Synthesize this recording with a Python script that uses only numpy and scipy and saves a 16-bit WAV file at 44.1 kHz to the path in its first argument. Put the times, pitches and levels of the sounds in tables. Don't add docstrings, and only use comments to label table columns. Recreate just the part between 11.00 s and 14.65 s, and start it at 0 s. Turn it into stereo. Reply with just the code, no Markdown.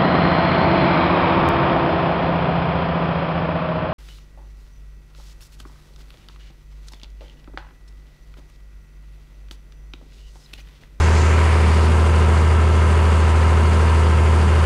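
import sys
import numpy as np
from scipy import signal
from scipy.fft import rfft, irfft, next_fast_len
from scipy.io import wavfile

SR = 44100
rng = np.random.default_rng(int(sys.argv[2]) if len(sys.argv) > 2 else 0)


def materialize(psi):
    bounded = np.clip(np.atleast_2d(psi).T, -1, 1)
    quanta = np.round(bounded * 32767).astype(np.int16)
    wavfile.write(sys.argv[1], SR, quanta)


N = 160965


def from_db(db):
    return 10 ** (np.asarray(db) / 20)


def rms_one(x):
    return x / np.sqrt(np.mean(x ** 2) + 1e-20)


def drift(rate_hz):
    r = np.exp(-128 * np.pi * rate_hz / SR)
    noise = rng.standard_normal(N // 64 + 1002)
    slow = signal.lfilter([1], [1, -2 * r, r * r], noise)[1000:]
    return np.interp(np.arange(N) / 64, np.arange(len(slow)), rms_one(slow - slow.mean()))


def noise_band(low_hz, high_hz):
    sos = signal.butter(3, [low_hz, high_hz], "band", fs=SR, output="sos")
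    return rms_one(signal.sosfilt(sos, rng.standard_normal(N)))


# (time [s], cycle rate [Hz])
CYCLE_RATE = [(0, 13.18), (.1, 13.17), (.35, 13.29), (.68, 13.115), (.95, 13.235), (1.15, 13.185),
              (1.35, 13.245), (1.9, 13.28), (2.2, 13.23), (2.6, 13.265), (2.73, 13.3), (3.0, 13.185),
              (3.1, 13.19), (3.4, 13.24), (3.65, 13.215)]
START_PLACE = .962


def cycle_angle():
    rate_hz = np.interp(np.arange(N) / SR, *np.transpose(CYCLE_RATE))
    return 2 * np.pi * (START_PLACE + np.cumsum(rate_hz) / SR)


# (frequency [Hz], lead [rad])
LEFT_LEAD = [(0, 0), (690, 0.17), (1290, -4.5), (2150, -5), (3270, -5), (4050, -5), (5250, -9),
             (6980, -10.5), (8610, -8.5), (9390, -7.5), (10800, -12), (13000, -10.5), (13900, -15),
             (14600, -16)]


def left_lead(hz):
    return np.interp(hz, *np.transpose(LEFT_LEAD))


# (order [tones per cycle], left level [dB], right level [dB])
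ORDER_LEVELS = [(3, -46.0, -48.0), (4, -45.0, -45.0), (5, -44.0, -45.0), (6, -14.0, -14.0),
                (7, -48.0, -47.0), (8, -37.0, -36.0), (9, -32.0, -32.0), (10, -40.0, -35.0),
                (11, -51.0, -53.0), (12, -37.0, -33.0), (13, -46.0, -47.0), (14, -45.0, -42.0),
                (15, -46.0, -46.0), (16, -49.0, -47.0), (17, -42.0, -43.0), (18, -40.0, -40.0),
                (19, -49.0, -49.0), (21, -51.0, -51.0), (22, -46.0, -46.0), (23, -51.0, -51.0),
                (24, -47.0, -46.0), (25, -47.0, -46.0), (26, -42.0, -42.0), (27, -41.0, -41.0),
                (28, -36.0, -36.0), (29, -50.0, -55.0), (30, -48.0, -47.0), (31, -41.0, -41.0),
                (32, -38.0, -37.0), (33, -56.0, -45.0), (34, -42.0, -41.0), (35, -49.0, -47.0),
                (36, -47.0, -46.0), (38, -52.0, -52.0), (39, -46.0, -44.0), (40, -51.0, -51.0),
                (41, -44.0, -43.0), (42, -51.0, -49.0), (43, -48.0, -45.0), (44, -46.0, -44.0),
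                (46, -49.0, -48.0), (48, -49.0, -50.0), (49, -54.0, -49.0), (50, -48.0, -44.0),
                (52, -47.0, -46.0), (54, -52.0, -46.0), (55, -57.0, -53.0), (56, -54.0, -46.0),
                (57, -50.0, -43.0), (58, -52.0, -47.0), (59, -52.0, -48.0), (60, -57.0, -45.0),
                (61, -67.0, -51.0), (63, -57.0, -50.0), (64, -56.0, -48.0), (65, -64.0, -52.0),
                (66, -43.0, -39.0), (67, -54.0, -50.0), (68, -66.0, -43.0), (69, -56.0, -44.0),
                (70, -57.0, -37.0), (71, -48.0, -34.0), (72, -53.0, -40.0), (73, -56.0, -38.0),
                (74, -59.0, -46.0), (75, -51.0, -35.0), (76, -44.0, -42.0), (77, -65.0, -37.0),
                (78, -51.0, -34.0), (79, -56.0, -38.0), (80, -50.0, -41.0), (81, -70.0, -43.0),
                (83, -65.0, -42.0), (84, -54.0, -54.0), (85, -66.0, -42.0), (86, -49.0, -54.0),
                (88, -51.0, -42.0), (89, -56.0, -46.0), (90, -57.0, -40.0), (91, -59.0, -52.0),
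                (92, -57.0, -42.0), (93, -51.0, -43.0), (94, -50.0, -40.0), (95, -57.0, -51.0),
                (96, -52.0, -45.0), (97, -52.0, -39.0), (98, -49.0, -44.0), (99, -52.0, -47.0),
                (100, -38.0, -33.0), (101, -52.0, -52.0), (102, -54.0, -54.0), (104, -55.0, -43.0),
                (105, -59.0, -43.0), (106, -55.0, -47.0), (107, -57.0, -44.0), (108, -55.0, -46.0),
                (110, -56.0, -45.0), (111, -60.0, -50.0), (115, -61.0, -49.0), (117, -59.0, -44.0),
                (119, -58.0, -43.0), (120, -49.0, -41.0), (121, -56.0, -47.0), (122, -60.0, -50.0),
                (126, -61.0, -51.0), (130, -56.0, -50.0), (131, -63.0, -51.0), (132, -52.0, -41.0),
                (138, -66.0, -50.0), (142, -57.0, -45.0), (145, -60.0, -52.0), (146, -58.0, -50.0),
                (151, -71.0, -51.0), (152, -63.0, -50.0), (154, -60.0, -49.0), (158, -63.0, -51.0),
                (159, -68.0, -50.0), (160, -52.0, -45.0), (166, -57.0, -47.0), (168, -58.0, -52.0),
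                (176, -64.0, -52.0), (180, -62.0, -51.0), (182, -61.0, -49.0), (188, -63.0, -52.0),
                (191, -68.0, -54.0), (192, -73.0, -50.0), (198, -72.0, -49.0), (200, -68.0, -52.0),
                (204, -65.0, -51.0), (208, -60.0, -54.0), (210, -71.0, -50.0), (211, -73.0, -55.0),
                (218, -62.0, -54.0), (220, -59.0, -57.0), (222, -67.0, -56.0), (224, -59.0, -58.0),
                (236, -68.0, -57.0), (246, -68.0, -58.0), (250, -61.0, -55.0), (256, -73.0, -60.0)]
# (order [tones per cycle], right level before gain [dB])
CHATTER_LEVELS = [(60, -54), (110, -56), (180, -58), (220, -63), (260, -68)]
CHATTER_LEFT_DB = -6
RING_RANGES = [(21, 12, 99), (50, 30, 3.5), (88, 75, 5), (110, 98, 5), (300, 155, 12)]
# (place in cycle [0-1], level [dB])
RING_BLOWS = [
    [(.022, -3), (.12, -3), (.22, -2), (.305, -6), (.4, -7), (.555, -1), (.66, -8), (.79, 0), (.9, 0)],
    [(.02, -4), (.09, -6), (.2, -5), (.335, 0), (.41, -4), (.53, -6), (.6, -6), (.7, -8), (.9, -7)],
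    [(.022, 0), (.09, -4), (.14, -5), (.19, -6), (.34, -6), (.41, -5), (.535, -2), (.665, -2), (.705, -5),
     (.76, -6), (.81, -7), (.92, -7)],
    [(.02, -5), (.115, -3), (.245, -7), (.36, -6), (.42, 0), (.53, -6), (.61, -1), (.72, -4), (.78, -4),
     (.915, -2)],
    [(0, -4), (.1, -2), (.145, 0), (.255, -2), (.31, -5), (.45, -2), (.56, -4), (.62, -4), (.78, -5),
     (.85, -5), (.945, -4)],
]
FIRING_ORDER, BOOM_PLACE, KNOCK_ORDER = 6, .008, 60
BOOM_GAIN_DB, THUMP_GAIN_DB, KNOCK_GAIN_DB = .43, .2, .1
KNOCK_SCATTER = .3
WAVER, WAVER_HZ, WAVER_FULL_ORDER = .2, 6.4, 85


def order_phase(order):
    if order == FIRING_ORDER:
        return -2 * np.pi * order * BOOM_PLACE
    ring = sum(order >= top for top, _, _ in RING_RANGES)
    _, centre, half_width = RING_RANGES[ring]
    place, blow_db = np.transpose(RING_BLOWS[ring])
    blows = np.sum(from_db(blow_db) * np.exp(-2j * np.pi * order * place))
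    return np.angle(blows) - np.arctan((order - centre) / half_width)


def engine_tones(angle):
    out, angle = 0, angle[::4]
    wavers = [drift(WAVER_HZ)[::4] for _ in range(16)]
    tones = list(ORDER_LEVELS)
    listed = [row[0] for row in ORDER_LEVELS]
    for order in range(60, 260):
        if order not in listed:
            right_db = np.interp(order, *np.transpose(CHATTER_LEVELS))
            tones.append((order, right_db + CHATTER_LEFT_DB, right_db))
    for order, left_db, right_db in tones:
        lead = left_lead(order * CYCLE_RATE[0][1])
        if order >= KNOCK_ORDER:
            gain_db = KNOCK_GAIN_DB
            lead = lead + KNOCK_SCATTER * rng.standard_normal()
        elif order > FIRING_ORDER:
            gain_db = THUMP_GAIN_DB
        else:
            gain_db = BOOM_GAIN_DB * (order == FIRING_ORDER)
        depth = WAVER * min(order / WAVER_FULL_ORDER, 1)
        waver = np.maximum(1 + depth * wavers[round(order) % 16], 0)
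        tone = np.cos(order * angle + order_phase(order) + [[lead], [0]])
        out = out + from_db(gain_db + np.array([[left_db], [right_db]])) * waver * tone
    return np.sqrt(2) * signal.resample_poly(out, 4, 1, axis=1, padtype="line")[:, :N]


# (blade order [tones per cycle], level [dB])
FAN_TONES = [(14.75, -37), (29.5, -45)]
FAN_GAIN_DB, FAN_WAVER_DB = .5, 1


def fan(angle):
    out = 0
    for order, db in FAN_TONES:
        level_db = db + FAN_GAIN_DB + FAN_WAVER_DB * drift(2.2)
        out = out + np.sqrt(2) * from_db(level_db) * np.cos(order * angle)
    return out


# (frequency [Hz], left level [dB in 1 Hz], right level [dB in 1 Hz])
ROAR_COLOUR = [(22, -19, -18), (44.7, -11.5, -19), (92, -7, -23.5), (135, -5.5, -3.5), (164, -15, -6.5),
               (198, -5.5, -1.5), (279, -11.5, -14), (415, -12.5, -7), (510, -10, -8.5),
               (663, -19.5, -12.5), (1020, -19, -6), (1240, -15.5, -9.5), (1610, -29, -13.5),
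               (1930, -22, -14.5), (2140, -31, -16), (2570, -27.5, -18), (2920, -28.5, -19),
               (3400, -28.5, -22), (4030, -34, -25.5), (4730, -34, -27.5), (5440, -32, -26.5),
               (6960, -34, -26.5), (8840, -36, -28), (10280, -33.5, -33.5), (10930, -53, -53),
               (12200, -50.5, -48.5), (14000, -45.5, -46)]
# (frequency [Hz], width [Hz], lift [dB])
PANEL_LIFTS = [(986, 74, 2.5), (1296, 150, 3), (1575, 70, 4), (2140, 90, 5.5), (2830, 140, 5),
               (4380, 90, 4), (4790, 90, 7)]
# (frequency [Hz], share [0-1])
SHARED_NOISE = [(60, 0.94), (300, 0.86), (600, 0.83), (1200, 0), (3000, 0.85), (5500, 0.44), (8000, 0.33),
                (14000, .5)]
ROAR_DB, ROAR_PATCHY_DB = -46.5, .92
FIRING_GATE_DB, CYCLE_GATE_DB, GATE_RAD = .9, .5, .86
CHUG_DB, CHUG_RAD = .4, .4


def roar(angle):
    size = next_fast_len(N)
    hz = np.maximum(np.arange(size // 2 + 1) * SR / size, 1)
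    panels_db = 0
    for centre_hz, width_hz, db in PANEL_LIFTS:
        panels_db = panels_db + db / (1 + (2 * (hz - centre_hz) / width_hz) ** 2)
    colour_hz, left_db, right_db = np.transpose(ROAR_COLOUR)
    sides_db = np.array([np.interp(np.log(hz), np.log(colour_hz), db) for db in (left_db, right_db)])
    colour = from_db(ROAR_DB + panels_db + sides_db)

    share_hz, share = np.transpose(SHARED_NOISE)
    share = np.clip(np.interp(np.log(hz), np.log(share_hz), share), 0, 1)
    common, own = rfft(rng.standard_normal((2, size))) * np.sqrt(SR / 2)
    left = share * common * np.exp(1j * left_lead(hz)) + np.sqrt(1 - share ** 2) * own
    spectrum = colour * np.array([left, common]) * (hz > 8)

    gate_db = FIRING_GATE_DB * np.cos(6 * (angle - GATE_RAD)) + CYCLE_GATE_DB * np.cos(angle - GATE_RAD)
    chug_db = CHUG_DB * np.cos(3 * (angle - CHUG_RAD))
    out, together = 0, drift(1.9)
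    for k in range(11):
        octave = np.clip(1 - abs(np.log2(hz / 16) - k), 0, 1)
        flicker_db = ROAR_PATCHY_DB * (drift(19.0) + .46 * together) * np.clip((k - 2.5) / 4, .2, 1)
        wobble_db = flicker_db + gate_db * np.clip((k - 6) / 2, 0, 1) + chug_db * (4 < k < 8)
        out = out + rms_one(from_db(wobble_db)) * irfft(spectrum * octave, size)[:, :N]
    return out


# (side [0 left, 1 right], low edge [Hz], high edge [Hz], level [dB], fade start [s], fade length [s])
HISS_BANDS = [(0, 1360, 2450, -28.5, 0.58, .16), (0, 2330, 3400, -41.5, 0.72, 0.14),
              (0, 3400, 5560, -39, 0.87, 0.069), (0, 6000, 10050, -45, 0.76, 0.33),
              (1, 5880, 7620, -34.5, 0.31, 0.19), (1, 3600, 5860, -37, 0.2, .15),
              (1, 1750, 2430, -32.5, 0.73, 0.06)]


def opening_hiss():
    out, t = np.zeros((2, N)), np.arange(N) / SR
    for side, low_hz, high_hz, db, start_s, fade_s in HISS_BANDS:
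        fade = np.clip(1 - (t - start_s) / fade_s, 0, 1)
        out[round(side)] += from_db(db + 1.7 * drift(13.0)) * fade * noise_band(low_hz, high_hz)
    return out


def wind_gust():
    fade = np.clip((.4 - np.arange(N) / SR) / .1 + 1, 0, 1)
    return from_db([[-45], [-33]]) * noise_band(9.8, 45) * fade


# (time [s], level [dB], pitch [Hz], time to fall 60 dB [s])
HOUSING_TAPS = [(.308, -5, 1200, .016), (.584, -14, 1320, .04)]
TAP_RIGHT_DB = -14


def taps():
    out, t = np.zeros(N), np.arange(N) / SR
    for start_s, db, pitch_hz, t60_s in HOUSING_TAPS:
        age = np.maximum(t - start_s, 0)
        onset = np.minimum(age / .0026, 1)
        out += from_db(db - 60 * age / t60_s) * np.sin(2 * np.pi * pitch_hz * age) * onset
    return from_db([[0], [TAP_RIGHT_DB]]) * out


# (low edge [Hz], high edge [Hz], level [dB], start [s], end [s])
RASP_BAND = (3002.5, 5003, -36, .58, 0.67)


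def rasp():
    out, t = np.zeros((2, N)), np.arange(N) / SR
    low_hz, high_hz, db, start_s, end_s = RASP_BAND
    swell = np.clip(np.minimum(t - start_s, end_s - t) / .065, 0, 1)
    out[1] = from_db(db) * swell * noise_band(low_hz, high_hz)
    return out


def scene():
    angle = cycle_angle()
    engine = engine_tones(angle) + fan(angle) + roar(angle)
    return engine + opening_hiss() + wind_gust() + taps() + rasp()


TOP = 1.15
OFFSET, CUTOFF_HZ = .004, 15000


def record(dry):
    rounded = TOP * np.tanh(dry / TOP)
    treble_cut = signal.cheby2(12, 70, CUTOFF_HZ, fs=SR, output="sos")
    return OFFSET + signal.sosfilt(treble_cut, rounded)


dry = scene()
out = record(dry)
materialize(out)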